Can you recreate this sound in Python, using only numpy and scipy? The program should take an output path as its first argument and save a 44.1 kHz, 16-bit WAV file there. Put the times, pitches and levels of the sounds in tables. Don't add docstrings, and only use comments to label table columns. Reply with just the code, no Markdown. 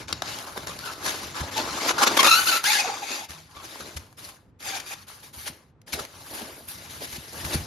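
import sys
import numpy as np
from scipy import signal
from scipy.fft import rfft, irfft, next_fast_len
from scipy.io import wavfile
from scipy.ndimage import uniform_filter1d, map_coordinates

SR = 44100
rng = np.random.default_rng(int(sys.argv[2]) if len(sys.argv) > 2 else 0)


def pcm_store(signal):
    levels = np.round(np.clip(np.atleast_2d(signal), -1, 1) * 32767)
    wavfile.write(sys.argv[1], SR, levels.astype(np.int16).T)


N = 337850

# start_s, end_s, first_hiss_db, last_hiss_db, block_over_hiss_db, hollow_over_hiss_db
STROKES = [(0, 0.063, -39.5, -56.5, 0, -2), (0.08, 0.21, -41, -49, -1, -1),
           (0.221, 0.267, -41, -37.5, -1, -10), (0.271, 0.45, -35.5, -43, -2.5, -5.5),
           (0.464, .55, -40.5, -48, 1, -2.5), (0.557, 0.654, -41, -48, 2.5, 1),
           (0.667, .775, -38.5, -46.5, -0.5, -3), (.785, 0.936, -45, -40, -1.5, -6),
           (.95, 1.048, -47, -41, 0.5, -3), (1.052, 1.239, -31, -41.5, -5.5, -4),
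           (1.234, 1.342, -36, -48, -3.5, -4.5), (1.341, 1.412, -40, -32, 1.5, -8.5),
           (1.426, 1.5, -40, -42, 1.5, -0.5), (1.513, 1.582, -38.5, -33.5, -4, -4),
           (1.588, 1.676, -30.5, -37, -1, -2), (1.674, 1.91, -37, -27, -2, -4),
           (1.934, 1.981, -41.5, -38.5, 5.5, 5), (1.983, 2.045, -31.5, -25.5, 7, -1),
           (2.058, 2.165, -31, -30.5, 0, -1), (2.173, 2.235, -31.5, -28.5, -2.5, -3.5),
           (2.235, 2.443, -25, -28, -4.5, -13.5), (2.457, 2.578, -25.5, -26, -7, -13.5),
           (2.588, 2.635, -38, -46, -3, -7), (2.639, 2.806, -24, -24, -10.5, -18),
           (2.812, 2.987, -33, -37.5, -3, -9.5), (2.993, 3.152, -40, -33.5, -6, -9),
           (3.154, 3.254, -32, -43.5, -8.5, -9.5), (3.29, 3.478, -40.5, -59.5, -5, -7.5),
           (3.488, 3.635, -59.5, -48.5, 1.5, -6.5), (3.631, 3.801, -44.5, -44.5, -6, -7.5),
           (3.794, 3.968, -42.5, -49, -4.5, -0.5), (3.986, 4.164, -51, -70, -1.5, 0.5),
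           (4.175, 4.3, -48.5, -47, -7, -7.5), (4.298, 4.37, -55, -56.5, -5, -6.5),
           (4.373, 4.5, -65.5, -81, 2.5, 6), (4.596, 4.679, -52, -32.5, -9.5, -12.5),
           (4.68, 4.781, -34.5, -34, -8.5, -12.5), (4.79, 4.853, -46, -47.5, -3.5, -5),
           (4.859, 4.938, -42.5, -39, -8.5, -11.5), (4.95, 5.048, -50.5, -55, -2, -11),
           (5.071, 5.215, -51.5, -58, -2, -8), (5.225, 5.293, -54, -55.5, -1, -4),
           (5.333, 5.467, -47.5, -44, -8, -13), (5.462, 5.705, -45, -75.5, -2.5, -1),
           (5.87, 5.93, -50.5, -48.5, -8.5, -3.5), (5.925, 6.056, -39, -46, -5.5, 1.5),
           (6.065, 6.31, -53, -48.5, -2.5, -4.5), (6.298, 6.4, -47, -38.5, -4.5, 0),
           (6.405, 6.678, -41.5, -57.5, -2, 1), (6.677, 6.765, -44.5, -46.5, -6.5, -7.5),
           (6.77, 6.904, -48, -45, -7.5, -5.5), (6.902, 6.997, -42, -45.5, -7, -7),
           (7.0, 7.049, -44, -37.5, -10, 1), (7.068, 7.167, -44, -39, -11, -9.5),
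           (7.175, 7.332, -47.5, -46.5, -8, -7), (7.323, 7.552, -45, -35, -5, -2.5),
           (7.552, 7.66, -37, -46.5, -4, -5.5)]
# start_s, level_db, body_over_hiss_db
TICKS = [(0.082, -27.5, -12), (0.09, -27, -11), (0.127, -11.5, -8), (0.2209, -17.5, -1), (0.3868, -25, -21),
         (0.576, -27.5, -1), (0.6707, -23, -1), (0.7894, -27, -12), (0.8096, -35.5, -4),
         (1.0619, -18.5, -4), (1.246, -35.5, -3.5), (2.641, -14.5, -6.5), (3.306, -30.5, -12),
         (3.348, -39, -8.5), (4.127, -47, 5.5), (5.816, -48, -10), (6.05, -31, -13), (6.4183, -33.5, -8),
         (7.4185, -46, -3)]
# peak_s, hiss_db, body_over_hiss_db, rise_ms, t60_ms
SURGES = [(.577, -39.5, 8.5, 10, 40), (1.066, -30.5, -2.5, 40, 55), (1.082, -28.5, -5, 13, 120),
          (1.146, -38, 3.5, 8, 63), (1.365, -42, 1, 15, 120), (1.58, -26.5, -14.5, 18, 41),
          (1.893, -23.5, 0, 24, 77), (1.912, -27.5, 9, 11, 20), (2.038, -17, -3, 27, 50),
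          (2.078, -18.5, 2, 18, 40), (2.174, -16.5, -2, 7.5, 51), (2.208, -19.5, -1.5, 24, 27),
          (2.232, -17, -2, 5, 25), (2.248, -20.5, -3, 10, 77), (2.273, -19.5, -2.5, 14, 43),
          (2.298, -23, -5.5, 6, 30), (2.478, -35.5, -8.5, 23, 130), (3.57, -51.5, 3.5, 19, 77),
          (3.807, -42, 3.5, 3, 69), (3.973, -33.5, -8.5, 11, 45), (4.187, -47.5, -5.5, 4.3, 160),
          (4.25, -42, -9, 8, 60), (4.29, -44.5, -7, 6, 73), (4.606, -49, -2.5, 4, 150),
          (4.628, -44, -8.5, 5.7, 150), (5.085, -48, -3, 8.7, 550), (5.24, -48.5, -13, 22, 230),
          (5.345, -55, 1, 6.6, 220), (5.883, -46.5, -8, 12, 95), (6.688, -47, -20, 4.1, 480),
          (7.45, -34.5, -9, 7.8, 100), (.858, -39, 0, 15, 180), (1.984, -28.5, 1.5, 4.4, 150),
          (4.69, -38.5, -11.5, 39, 93), (4.775, -39, -10.5, 34, 30), (4.803, -33.5, -15, 7.3, 34),
          (4.94, -40, -5, 71, 22), (5.482, -35, -9.5, 31, 69), (5.938, -28.5, -16, 17, 72),
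          (5.998, -34.5, 1.5, 13, 71), (6.355, -41.5, -3.5, 32, 100), (7.055, -43, -0.5, 41, 33),
          (7.55, -29.5, -17.5, 30, 51)]
# time_s, gain_db
TREBLE_LIFT = [(0, -1), (.24, -5), (.4, 4), (1.2, 2), (1.45, -2), (2.1, -1), (2.37, 8), (2.7, 4),
               (2.88, -4), (3.3, 3), (3.9, 3), (4.25, 7), (4.76, 2), (5.4, 10), (5.7, 4), (6.1, 4),
               (6.33, 11), (6.45, 5), (6.69, 14), (6.8, 4), (7.1, 7), (7.66, 6)]
# time_s, rasp_over_hiss_db
GRIP_STRENGTH = [(2.16, -20), (2.26, -12), (2.34, -5), (2.4, -13), (2.5, -8), (2.64, -16), (2.73, -6),
                 (2.77, -16), (3.0, -12), (3.12, -7), (3.25, -16), (3.4, -40), (4.55, -40), (4.65, -14),
                 (4.95, -14)]
# centre_hz, width_hz, gain_db
GRIP_MODES = [(2500, 130, -3), (2950, 150, -3), (3580, 110, -7), (4120, 280, 2), (4800, 90, -7),
              (5420, 170, -3), (6600, 180, -4)]
BLOCK_MODES = [(830, 101, 3.5), (1170, 286, 4.5), (1427, 336, 2.5), (1720, 71, -1)]
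HOLLOW_MODES = [(278.7, 68, 1.5), (441, 212, 0), (664, 324, -2.5)]
# start_s, end_s, first_pitch_hz, last_pitch_hz, level_db, overtones_db, roughness
SQUEAKS = [(.825, 0.92, 1424, 1360, -42, -8, 0.95), (1.558, 1.604, 861, 867, -32, -6, 0.38),
           (2.185, 2.212, 1098, 1050, -20.5, -1, 0.45), (2.242, 2.262, 1250, 1200, -20, -6, .7),
           (2.262, 2.3, 1400, 1330, -20, -2, .6), (2.305, 2.348, 1310, 1345, -20, 0, .42),
           (2.347, 2.37, 1377, 1480, -25.5, 0.5, 0.42), (2.362, 2.402, 1483, 1470, -25, -1.5, 0.13),
           (2.4, 2.434, 1470, 1400, -37, -2, 1), (2.465, 2.487, 1335, 1400, -31.5, -1, .6),
           (2.482, 2.505, 1473, 1480, -24.5, 0.5, 0.28), (2.504, 2.551, 1390, 1261, -28.5, 0, .55),
           (2.547, 2.579, 1430, 1386, -29, -2.5, 0.48), (2.64, 2.675, 1330, 1895, -26.5, -3, 0.17),
           (2.668, 2.71, 2095, 2180, -27.5, -3, 0.3), (2.703, 2.726, 2300, 2544, -29, -6.5, 0.2),
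           (2.712, 2.742, 1850, 1710, -34, 3, .5), (2.743, 2.778, 1665, 1714, -28, -5.5, 0.5),
           (2.773, 2.794, 2050, 2220, -29.5, -7, 0.2), (2.788, 2.822, 2520, 2533, -29, -7.5, 0.1),
           (2.67, 2.727, 817, 830, -32, -8, .7), (2.75, 2.777, 856, 800, -34, -13, 0.5),
           (2.785, 2.812, 796, 844, -31, -10, 0.6), (2.84, 2.862, 783, 725, -29.5, -11, 0.36),
           (2.865, 2.9, 479, 447, -37.5, 1, 0.63), (2.895, 2.905, 800, 815, -28, -17, 0.3),
           (2.915, 2.947, 808, 798, -38, -14, 0.8), (3.018, 3.045, 830, 830, -36, -10, .6),
           (3.09, 3.16, 2600, 2650, -43, -10, .95), (3.18, 3.245, 830, 830, -44, -10, .6),
           (3.545, 3.619, 1136, 1064, -48.5, -4.5, 0.61), (4.645, 4.725, 805, 783, -47, -6, 0.9),
           (4.72, 4.788, 811, 774, -43, 1, 0.67), (4.905, 4.937, 777, 775, -47.5, -6, 0.4)]
# harmonic_number, level_db
SLIP_OVERTONES = [(2, -5), (3, -4), (4, -13), (5, -13)]
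# start_s, peak_db, hardness_db_per_octave
THUDS = [(.124, -36, 12), (1.405, -24, -4), (3.292, -38.5, -3), (3.56, -44, -6), (3.806, -39, 5),
         (3.958, -30, -10), (5.365, -41, -6), (5.49, -36.5, 6), (5.931, -32.5, -1), (5.995, -35, 3),
         (6.418, -33.5, 12), (7.125, -39, -1), (7.173, -33, 3), (7.344, -37, 3), (7.444, -28.5, -2.5),
         (7.545, -17.5, 0), (7.596, -28, 0)]
# pitch_hz, level_db, t60_s
BOARD_MODES = [(76.4, 1, .13), (99.8, -7, 0.16), (147.4, -2, 0.093), (235.5, -4, 0.071), (320, -7, 0.049)]
# start_s, pitch_hz, level_db, t60_s
CARVING_HUM = (3.345, 156, -47, .6)
# time_s, level_db
RUMBLE_LEVEL = [(0, -46), (.6, -49.5), (1.2, -45.5), (1.5, -46.5), (2.25, -49), (2.6, -58.5), (3.3, -60.5),
                (3.8, -53.5), (4.4, -57), (5.2, -56.5), (5.7, -58.5), (6.0, -57), (6.35, -53), (6.6, -54.5),
                (6.9, -51), (7.3, -52), (7.5, -42), (7.66, -39.5)]
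# frequency_hz, density_db
RUMBLE_SPECTRUM = [(15, -48), (25, -13.5), (64, -1), (92, 3.5), (276, -8), (332, -11.5), (400, -16.5),
                   (520, -14), (880, -120)]
HUSH_SPECTRUM = [(88, -27.5), (150, -3.5), (187, -17.5), (319, -17), (372, -12), (506, -14), (1280, -20),
                 (3000, -35), (9000, -53.5), (11700, -75.5), (19800, -120)]
# frequency_hz, base_t60_s
ROOM_DECAY = [(200, 0.25), (2000, 0.34), (10000, 0.068)]
# frequency_hz, gain_db
MID_COLOUR = [(700, -89.5), (1300, -7), (1900, 1.5), (3300, 1), (4200, 3), (6700, -1.5), (7500, -4.5),
              (7800, -45.5), (8700, -25.5), (9200, -9), (10900, -6), (13600, -13.5), (14100, -44),
              (16500, -48)]
SIDE_COLOUR = [(700, -92.5), (1300, -0.5), (1900, 8), (2400, -1), (3550, -0.5), (5200, -0.5), (6000, -2.5),
               (7900, 2.5), (10100, -6), (10600, -29), (12700, -30), (13300, -9), (15700, -5),
               (16200, -34.5)]
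# frequency_hz, signed_share
DIRECT_SHARE = [(300, -.15), (600, .2), (1200, 0), (2400, .5), (4500, .6), (6500, .3), (9000, 0)]
# frequency_hz, side_over_mid_db
LOW_WIDTH = [(60, -19), (125, -13), (250, -14), (500, -11), (1000, -7), (1900, -3)]

TAKE_HOLD_S, LET_GO_T60_S = .016, .08
TICK_RISE_MS, TICK_T60_MS = 1.5, 16
TREBLE_FROM_HZ, TOP_HZ = 8200, 16300


def rubbing():
    sliding, block, hollow = stroke_envelopes()
    jerk_power, body_power = jerk_powers()
    hiss = np.sqrt(sliding ** 2 + jerk_power)
    block = np.sqrt(block ** 2 + body_power)
    hollow = np.sqrt(hollow ** 2 + amp(-11) * body_power)
    return foam_hiss(hiss, sliding) + box_resonance(block, hollow)


def stroke_envelopes():
    power = np.zeros((3, N))
    for start, end, first_db, last_db, block_db, hollow_db in STROKES:
        span = slice(max(round((start - TAKE_HOLD_S / 2) * SR), 0), round((end + LET_GO_T60_S) * SR))
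        t = np.arange(N)[span] / SR
        release_db = 60 * np.maximum(t - end, 0) / LET_GO_T60_S
        level_db = np.interp(t, [start, end], [first_db, last_db]) - release_db
        force = np.clip((t - start) / TAKE_HOLD_S + .5, 0, 1) * amp(level_db)
        power[:, span] += (amp([[0], [block_db], [hollow_db]]) * force) ** 2
    stutter = amp(-2 + wobble(60))
    return np.sqrt(power) * stutter


def jerk_powers():
    power = np.zeros((2, N + 2 * SR))
    lead = SR // 10
    t_ms = 1000 * np.arange(-lead, SR // 3) / SR
    ticks = [(start + .001, db - 6.5, body_db, TICK_RISE_MS, TICK_T60_MS) for start, db, body_db in TICKS]
    for peak_s, db, body_db, rise_ms, t60_ms in ticks + list(SURGES):
        shape = np.clip(1 + t_ms / rise_ms, 0, 1) * amp(-60 * np.maximum(t_ms, 0) / t60_ms)
        first = round(peak_s * SR) + SR - lead
        power[:, first:first + len(t_ms)] += (amp([[db], [db + body_db]]) * shape) ** 2
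    return power[:, SR:SR + N]


def bead_slips(spread_db, patchy_db):
    slips = rng.standard_normal(N) * amp(spread_db * wobble(900))
    spectrum = signal.stft(slips, nperseg=256)[2]
    patches = uniform_filter1d(rng.standard_normal(spectrum.shape), 3, axis=0)
    patches = unit(uniform_filter1d(patches, 8, axis=1))
    return unit(signal.istft(spectrum * amp(patchy_db * patches), nperseg=256)[1][:N])


def foam_hiss(level, sliding):
    t = np.arange(N) / SR
    gripping = (t > GRIP_STRENGTH[0][0]) & (t < GRIP_STRENGTH[-1][0])
    grip = sliding * amp(over_time(GRIP_STRENGTH)) * gripping
    lift = amp(over_time(TREBLE_LIFT)) - 1
    paths = []
    for _ in range(2):
        slips = bead_slips(spread_db=1.5, patchy_db=2.5)
        treble = filtered(slips, lambda hz: hz > TREBLE_FROM_HZ)
        paths.append(level * (slips + lift * treble) + grip * ring(slips, GRIP_MODES))
    paths[0] += amp(-14.5) * reverb(paths[0], t60_scale=1.28)
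    return stereo(*paths, lambda hz: along(MID_COLOUR, hz) + 5, lambda hz: along(SIDE_COLOUR, hz) + 2.3)


def box_resonance(block, hollow):
    paths = []
    for _ in range(2):
        slips = bead_slips(spread_db=3, patchy_db=2.2)
        paths.append(block * ring(slips, BLOCK_MODES) + hollow * ring(slips, HOLLOW_MODES))
    paths[0] += amp(-15) * reverb(paths[0], t60_scale=.72)
    return low_stereo(*paths)


def squeaking():
    tone, rasp = np.zeros((2, N))
    waver = wobble(110) + .8 * wobble(500)
    flutter, grit = wobble(220), rng.standard_normal(N)
    for start, end, first_hz, last_hz, db, overtones_db, roughness in SQUEAKS:
        span = slice(round(start * SR), round(end * SR))
        progress = np.linspace(0, 1, span.stop - span.start)
        glide_hz = first_hz + (last_hz - first_hz) * progress
        slip_hz = glide_hz * (1 + .05 * (roughness + .1) * waver[span])
        phase = 2 * np.pi * np.cumsum(slip_hz) / SR
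        arch = np.sin(np.pi * progress) ** .4
        force = np.sqrt(2) * amp(db + 4 * (roughness + .2) * flutter[span]) * arch
        overtones = sum(amp(level + overtones_db) * np.cos(k * phase) for k, level in SLIP_OVERTONES)
        tone[span] -= force * (np.cos(phase) + overtones)
        rasp[span] += force * amp(overtones_db) * (1 + np.cos(phase)) * grit[span]
    squeak = filtered(tone, lambda hz: 1 + .5 * np.abs(resonance(GRIP_MODES, hz)))
    squeak += amp(1.5) * filtered(rasp, lambda hz: resonance(GRIP_MODES, hz))
    near = squeak + amp(-9.5) * reverb(squeak, t60_scale=1)
    mid_db = lambda hz: np.minimum(along(MID_COLOUR, np.maximum(hz, 6000)) + 6, 0)
    side_db = lambda hz: np.minimum(along(LOW_WIDTH, hz), along(SIDE_COLOUR, np.maximum(hz, 6000))) - 1.5
    return stereo(near, reverb(squeak, t60_scale=.15), mid_db, side_db)


def thuds_and_hum():
    sound, t = np.zeros(N + SR), np.arange(SR // 2) / SR
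    lowest_hz = BOARD_MODES[0][0]
    for start, peak_db, hardness in THUDS:
        thud = np.zeros(len(t))
        for hz, db, t60 in BOARD_MODES:
            tilt_db = hardness * np.log2(hz / lowest_hz)
            thud += damped_mode(t, hz, db + tilt_db + rng.normal(0, 1.5), t60)
        sound[round(start * SR):][:len(t)] += amp(peak_db) * thud / np.abs(thud).max()
    start, hz, db, t60 = CARVING_HUM
    sound[round(start * SR):][:len(t)] += damped_mode(t, hz, db, t60)
    return low_stereo(sound[:N], amp(-7) * reverb(sound[:N], t60_scale=.5))


def floor_rumble():
    return amp(over_time(RUMBLE_LEVEL) - 1 + 2.6 * wobble(12)) * coloured_noise(RUMBLE_SPECTRUM)


def room_hush():
    return amp(-67.5) * coloured_noise(HUSH_SPECTRUM)


def amp(db):
    return 10 ** (np.asarray(db) / 20)


def unit(x):
    return x / np.sqrt(np.mean(x ** 2) + 1e-20)


def along(points, hz):
    knots_hz, values = np.transpose(points)
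    return np.interp(np.log(hz + 1), np.log(knots_hz + 1), values)


def over_time(points):
    return np.interp(np.arange(N) / SR, *np.transpose(points))


def wobble(rate_hz):
    knots = rng.standard_normal(int(N * rate_hz / SR) + 4)
    return map_coordinates(knots, [np.arange(N) * rate_hz / SR])


def filtered(x, response):
    size = next_fast_len(N + SR // 2)
    return irfft(rfft(x, size) * response(np.fft.rfftfreq(size, 1 / SR)), size)[..., :N]


def resonance(modes, hz):
    return sum((-1) ** k * amp(db) * 1j * hz * width / (centre ** 2 - hz ** 2 + 1j * hz * width)
               for k, (centre, width, db) in enumerate(modes))


def ring(x, modes):
    return unit(filtered(x, lambda hz: resonance(modes, hz)))


def damped_mode(t, hz, db, t60):
    onset = 1 - np.exp(-(t * hz / .6) ** 2)
    return amp(db - 60 * t / t60) * np.sin(2 * np.pi * hz * t) * onset


def coloured_noise(spectrum):
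    gain = lambda hz: amp(along(spectrum, hz))
    return low_stereo(*[unit(filtered(rng.standard_normal(N), gain)) for _ in range(2)])


def reverb(x, t60_scale):
    hz, t, spectrum = signal.stft(rng.standard_normal(SR // 2), SR, nperseg=128)
    t60 = t60_scale * along(ROOM_DECAY, hz)[:, None]
    tail = signal.istft(spectrum * amp(-60 * t / t60), SR, nperseg=128)[1]
    return signal.fftconvolve(x, tail / np.linalg.norm(tail))[:N]


def stereo(direct, diffuse, mid_db, side_db):
    share = lambda hz: along(DIRECT_SHARE, hz)
    mid = filtered(direct, lambda hz: amp(mid_db(hz)))
    side = filtered(direct, lambda hz: amp(side_db(hz)) * share(hz))
    side += filtered(diffuse, lambda hz: amp(side_db(hz)) * np.sqrt(1 - share(hz) ** 2))
    return np.array([mid + side, mid - side])


def low_stereo(direct, diffuse):
    return stereo(direct, diffuse, np.zeros_like, lambda hz: along(LOW_WIDTH, hz))


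def scene():
    return rubbing() + squeaking() + thuds_and_hum() + floor_rumble() + room_hush()


def record(dry):
    rounded = dry / (1 + np.abs(dry / .95) ** 6) ** (1 / 6)
    return filtered(rounded, lambda hz: (hz < TOP_HZ) / (1 + (35 / (hz + 1)) ** 3))


dry = scene()
out = record(dry)
pcm_store(out)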